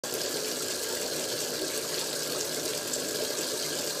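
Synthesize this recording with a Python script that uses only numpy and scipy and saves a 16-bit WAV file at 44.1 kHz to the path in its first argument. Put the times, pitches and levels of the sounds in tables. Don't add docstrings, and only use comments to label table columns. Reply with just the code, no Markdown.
import sys
import numpy as np
from scipy import signal
from scipy.fft import rfft, irfft
from scipy.io import wavfile

SR = 44100
rng = np.random.default_rng(int(sys.argv[2]) if len(sys.argv) > 2 else 0)


def to_wav(sig):
    pcm = np.clip(np.atleast_2d(sig), -1, 1) * 32767
    pcm = np.round(pcm).astype(np.int16)
    wavfile.write(sys.argv[1], SR, pcm.T)


N = 176400

# time_s, level_db
SPLASH_LEVEL = [(0.06, -39.5), (0.1, -44.0), (0.17, -39.5), (0.34, -42.0), (0.37, -38.5), (0.42, -42.5),
                (0.46, -39.0), (0.6, -43.0), (0.73, -39.0), (0.79, -45.5), (0.86, -41.5), (0.89, -45.0),
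                (0.97, -39.0), (1.07, -44.0), (1.2, -40.0), (1.27, -45.0), (1.3, -38.5), (1.36, -44.0),
                (1.4, -41.0), (1.51, -44.0), (1.57, -41.0), (1.66, -43.5), (1.72, -39.5), (1.86, -43.5),
                (1.96, -38.0), (2.1, -42.5), (2.13, -39.0), (2.16, -42.5), (2.24, -41.0), (2.32, -42.0),
                (2.54, -43.5), (2.59, -41.0), (2.62, -43.5), (2.74, -39.5), (2.96, -44.0), (2.98, -40.5),
                (3.12, -44.0), (3.25, -40.5), (3.29, -43.0), (3.43, -40.0), (3.46, -43.0), (3.61, -42.0),
                (3.64, -39.5), (3.85, -42.5), (3.96, -42.5)]


def amp(db):
    return 10 ** (np.asarray(db) / 20)


def unit_rms(x):
    return x / np.sqrt(np.mean(x ** 2) + 1e-20)


def at_frequency(points, hz):
    table_hz, values = np.transpose(points)
    return np.interp(np.log(hz + 1), np.log(table_hz + 1), values)


def swing_db(points):
    db = np.interp(np.arange(N) / SR, *np.transpose(points))
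    return db - db.mean()


def add(mix, start_s, sound):
    part = mix[max(round(start_s * SR), 0):][:len(sound)]
    part += sound[:len(part)]


def colour(x, spectrum, modes=()):
    size = 2 ** 15
    hz = abs(np.fft.fftfreq(size, 1 / SR))
    peaks_db = sum(lift / (1 + (2 * (hz - centre) / width) ** 2) for centre, width, lift in modes)
    log_gain = np.log(amp(at_frequency(spectrum, hz) + peaks_db))
    response = np.fft.ifft(np.exp(np.conj(signal.hilbert(log_gain)))).real
    return signal.fftconvolve(x, response[:size // 2])[:N]


def wander(low_hz, high_hz):
    hz = np.fft.rfftfreq(N, 1 / SR)
    band = hz / (hz + low_hz) / (1 + (hz / high_hz) ** 2)
    return unit_rms(irfft(rfft(rng.standard_normal(N)) * band, N))


def impacts(per_s, spread_db):
    size = amp(spread_db * np.minimum(rng.exponential(1, N), 3.85))
    polarity = np.sign(rng.random(N) - .5)
    return size * polarity * (rng.random(N) < per_s / SR)


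def ping(hz, cycles, rise=0):
    swell_cycles = 0.46
    age = np.arange(0, 2 * np.pi, hz / cycles / SR)
    envelope = (1 - np.exp(-age * cycles / swell_cycles)) * np.exp(-age)
    return envelope * np.sin(2 * np.pi * cycles * (age + rise * age ** 2 / 2))


def room(x, wet_db=-3.5):
    # frequency_hz, t60_s
    decay_times = [(150, 0.51), (1000, 0.13), (4000, 0.18), (14000, 0.071)]
    shape = (3, 2 ** 15)
    reflections = rng.standard_normal(shape) * (rng.random(shape) < .1)
    hz, t, spectra = signal.stft(reflections, SR, nperseg=256)
    decay = amp(-60 * t / at_frequency(decay_times, hz)[:, None])
    tails = signal.istft(spectra * decay, SR, nperseg=256)[1]
    weights = np.array([wander(low_hz=1, high_hz=7.1) for _ in tails])
    weights /= np.linalg.norm(weights, axis=0)
    wet = signal.fftconvolve(x * weights, tails, axes=1)[:, :N].sum(0)
    return x + amp(wet_db) * wet / np.linalg.norm(tails[0])


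def tub_wall():
    # frequency_hz, gain_db
    response = [(300, -22), (750, -11.5), (950, -0.5), (1120, 0), (1190, -3), (1450, 0.5), (1660, -1),
                (1760, -3.5), (1830, -16.5), (3000, -29), (8000, -40)]
    # frequency_hz, width_hz, lift_db
    modes = [(1377, 28, 7), (1510, 40, 6), (1579, 21, 6.5), (1610.7, 28, 12), (1633, 17, 7), (1699, 30, 13)]
    knocks = impacts(per_s=1200, spread_db=1) * amp(0.17 * swing_db(SPLASH_LEVEL))
    return amp(-46) * unit_rms(colour(knocks, response, modes))


def bubbles():
    # start_s, pitch_hz, level_db
    plinks = [(.845, 2000, -37), (.969, 1910, -37), (1.701, 2190, -33.5), (1.951, 2880, -34),
              (2.349, 1090, -36.5), (2.358, 1230, -36), (3.341, 1160, -36), (3.631, 3060, -30),
              (3.648, 2050, -35.5)]
    froth_per_s, spread_db, low_hz, high_hz = 380, 5, 740, 3600
    froth, clear = np.zeros(N), np.zeros(N)
    for when, smallness, strength in rng.random((int(froth_per_s * N / SR), 3)):
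        level_db = spread_db * min(-np.log(1 - strength), 3.5)
        pitch_hz = low_hz * (high_hz / low_hz) ** smallness
        add(froth, when * N / SR, amp(level_db) * ping(pitch_hz, cycles=14.6, rise=.03))
    for start_s, pitch_hz, level_db in plinks:
        add(clear, start_s, amp(level_db) * ping(pitch_hz, cycles=9, rise=.03))
    return room(clear + amp(-53 + 0.5 * swing_db(SPLASH_LEVEL)) * unit_rms(froth))


def drops():
    # snap_s, peak_db, pitch_hz, ring_cycles, tick_db
    landings = [(0.14, -25, 4800, 1.5, -18), (.2161, -19.5, 5040, 1.9, -39), (0.371, -20, 4400, 1.1, -34),
                (0.8356, -23, 7040, 1.2, -23), (0.891, -21, 7250, 1.4, -28), (.952, -23, 4360, 1.2, -22),
                (1.1644, -33, 7260, 1.2, -23), (1.1973, -19, 7240, 1.4, -32), (1.383, -26, 4480, 1.5, -41),
                (1.406, -18, 5870, 1.1, -19), (1.777, -16, 9000, 1.1, -20), (1.943, -20.5, 4600, 2.2, -32),
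                (1.98, -21, 4340, 2, -38), (2.014, -18, 4400, 1.7, -28), (2.131, -19.5, 4280, 1, -28),
                (2.2236, -22, 5240, 1.3, -31), (2.4105, -14, 5650, 0.88, -29),
                (2.658, -21, 5470, 0.75, -33), (2.7354, -20.5, 3280, 1.1, -32),
                (2.9374, -14.5, 7400, 2.9, -38), (2.94, -20, 7550, 5.7, -29), (3.0884, -29, 4960, 1.3, -19),
                (3.159, -23, 4220, 1.3, -19), (3.2166, -29, 4680, 1.5, -30), (3.238, -29, 5910, 1.2, -21),
                (3.388, -17, 6900, 1.4, -31), (3.433, -21, 4820, 1.5, -37), (3.4864, -25, 4810, 1.7, -23),
                (3.5982, -24, 4800, 2.6, -37), (3.617, -20, 4700, 2.2, -37), (3.907, -24, 4200, 2.8, -34)]
    splat_rise_s, splat_relative_db, tick_decay_s = .003, -19.5, 0.00053
    highpass = signal.butter(2, 5000, "high", fs=SR)
    t = np.arange(SR // 20) / SR
    splat_envelope = t / splat_rise_s * np.exp(1 - t / splat_rise_s)
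    mix = np.zeros(N)
    for snap_s, peak_db, pitch_hz, ring_cycles, tick_db in landings:
        splat_noise, tick_noise = rng.standard_normal((2, len(t)))
        ring = ping(pitch_hz, ring_cycles)
        splat = unit_rms(np.convolve(splat_noise, ring)[:len(t)]) * splat_envelope
        tick = signal.lfilter(*highpass, tick_noise * np.exp(-t / tick_decay_s))
        add(mix, snap_s - 1.5 * splat_rise_s, amp(peak_db + splat_relative_db) * splat)
        add(mix, snap_s, amp(peak_db) * ring / abs(ring).max())
        add(mix, snap_s, amp(tick_db) * tick)
    return room(mix, wet_db=-5)


def spray():
    # frequency_hz, gain_db
    grain_spectrum = [(200, -19), (900, -18.5), (1600, -16.5), (1900, -12), (2600, -7), (3750, -4.5),
                      (4300, 1.4), (4850, 0.5), (5300, -2.5), (8000, -2), (9700, -10), (13200, -17.5),
                      (15200, -15)]
    # frequency_hz, gain_db
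    tick_spectrum = [(200, -36), (1600, -17), (2600, -16.5), (4400, -3.5), (8000, -4), (9700, -7.5),
                     (13200, -2.5), (15200, -12)]
    # time_s, level_db
    treble_level = [(0.06, -33.0), (0.11, -37.0), (0.14, -32.0), (0.18, -34.5), (0.22, -31.5),
                    (0.29, -34.5), (0.33, -31.0), (0.42, -33.5), (0.51, -31.5), (0.54, -34.5),
                    (0.74, -32.0), (0.87, -33.5), (0.96, -32.5), (1.13, -33.5), (1.2, -32.5), (1.28, -34.5),
                    (1.3, -32.0), (1.36, -34.5), (1.4, -30.0), (1.52, -35.5), (1.74, -32.0), (1.86, -34.5),
                    (2.02, -31.5), (2.04, -34.5), (2.23, -32.0), (2.3, -35.0), (2.41, -31.5), (2.45, -34.5),
                    (2.55, -31.0), (2.62, -35.5), (2.65, -32.5), (2.91, -34.0), (2.94, -30.0),
                    (2.96, -33.0), (3.08, -33.5), (3.13, -33.0), (3.16, -32.0), (3.31, -34.0),
                    (3.49, -30.5), (3.51, -33.5), (3.6, -30.5), (3.82, -33.0), (3.91, -31.0), (3.96, -33.5)]
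    grains_per_s, pitches_hz = 5000, np.linspace(1200, 15000, num=20)
    clumps_db = 1.7 * wander(low_hz=25, high_hz=68)
    middle_db, treble_db = swing_db(SPLASH_LEVEL), 0.63 * swing_db(treble_level)
    grains = np.zeros(N)
    for hz in pitches_hz:
        grain = ping(hz, cycles=np.sqrt(hz / pitches_hz[2]))
        flutter_db = 1.1 * wander(low_hz=6.2, high_hz=35)
        level_db = clumps_db + flutter_db + (middle_db if hz < 3800 else treble_db)
        hits = unit_rms(impacts(grains_per_s / len(pitches_hz), spread_db=2.9)) * amp(level_db)
        grains += signal.oaconvolve(hits, grain / np.linalg.norm(grain))[:N]
    ticks = impacts(per_s=1100, spread_db=4) * amp(clumps_db + 0.31 * treble_db)
    patter = amp(-35.5) * unit_rms(colour(room(grains), grain_spectrum))
    crackle = amp(-42.5) * unit_rms(colour(room(ticks), tick_spectrum))
    return patter + crackle


def churn():
    # frequency_hz, gain_db
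    spectrum = [(15, -41), (40, -48), (70, -21), (130, -14), (230, -13.5), (295, -9), (345, -4),
                (410, -6.5), (460, -4), (540, 0.5), (620, -2), (670, -8), (730, -7.5), (830, -20.5),
                (1000, -20.5), (1400, -25), (3000, -47), (8000, -52)]
    # frequency_hz, width_hz, lift_db
    cavity_modes = [(58, 17, 12.5), (117.7, 17, 7), (152.9, 16, 13), (198, 14.5, 8.5), (253, 18.4, 15),
                    (282.3, 9.9, 9.5), (311.2, 17.5, 8), (320.5, 13, 5.5), (370.2, 20.5, 11),
                    (385.6, 12, 4), (423.7, 12, 9.5), (437.8, 23.3, 12), (486.4, 20.3, 9), (535, 13, 2),
                    (562, 12, 2.5), (590.4, 9.1, 10.5), (628, 17, 4), (682, 10, 5)]
    # time_s, level_db
    rumble_level = [(0.06, -34.5), (0.09, -37), (0.13, -32), (0.33, -34), (0.37, -31.5), (0.42, -35),
                    (0.58, -35), (0.62, -38), (0.66, -33), (0.72, -37), (0.75, -34.5), (0.89, -36),
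                    (0.98, -33), (1.41, -34.5), (1.6, -33), (1.63, -33.5), (1.74, -36), (1.78, -33),
                    (1.83, -37), (1.87, -34), (2.12, -35), (2.18, -35), (2.23, -35.5), (2.36, -32.5),
                    (2.57, -34), (2.66, -33), (2.69, -35), (2.73, -33), (2.93, -36.5), (2.97, -33.5),
                    (3.14, -33.5), (3.22, -35), (3.27, -35.5), (3.31, -32.5), (3.35, -37.5), (3.39, -32.5),
                    (3.51, -35.5), (3.55, -32.5), (3.58, -39), (3.62, -33.0), (3.65, -35), (3.89, -33.5),
                    (3.94, -37), (3.96, -35)]
    # start_s, pitch_hz, level_db
    big_gulps = [(.147, 424, -24.5), (.356, 429, -24), (.385, 486, -34), (1.627, 380, -27),
                 (1.64, 510, -27), (1.775, 419, -26), (2.59, 447, -28), (2.652, 366, -27.5),
                 (2.717, 427, -27), (2.962, 594, -26), (3.205, 600, -25), (3.222, 435, -24),
                 (3.387, 433, -30)]
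    rumble = unit_rms(colour(impacts(per_s=1500, spread_db=1.3), spectrum, cavity_modes))
    gulps = np.zeros(N)
    for start_s, pitch_hz, level_db in big_gulps:
        add(gulps, start_s, amp(level_db) * ping(pitch_hz, cycles=4.4, rise=.02))
    return rumble * amp(-37 + swing_db(rumble_level)) + room(gulps, wet_db=-9)


def scene():
    return (churn() + tub_wall() + spray() + bubbles() + drops())[None]


def record(dry):
    start_s, fade_in_s, cutoff_hz = .035, .003, 15400
    gate = np.clip((np.arange(N) / SR - start_s) / fade_in_s, 0, 1)
    lowpass = signal.firwin(511, cutoff_hz, window=("kaiser", 9), fs=SR)
    return signal.oaconvolve(dry * gate, lowpass[None], "same")


dry = scene()
out = record(dry)
to_wav(out)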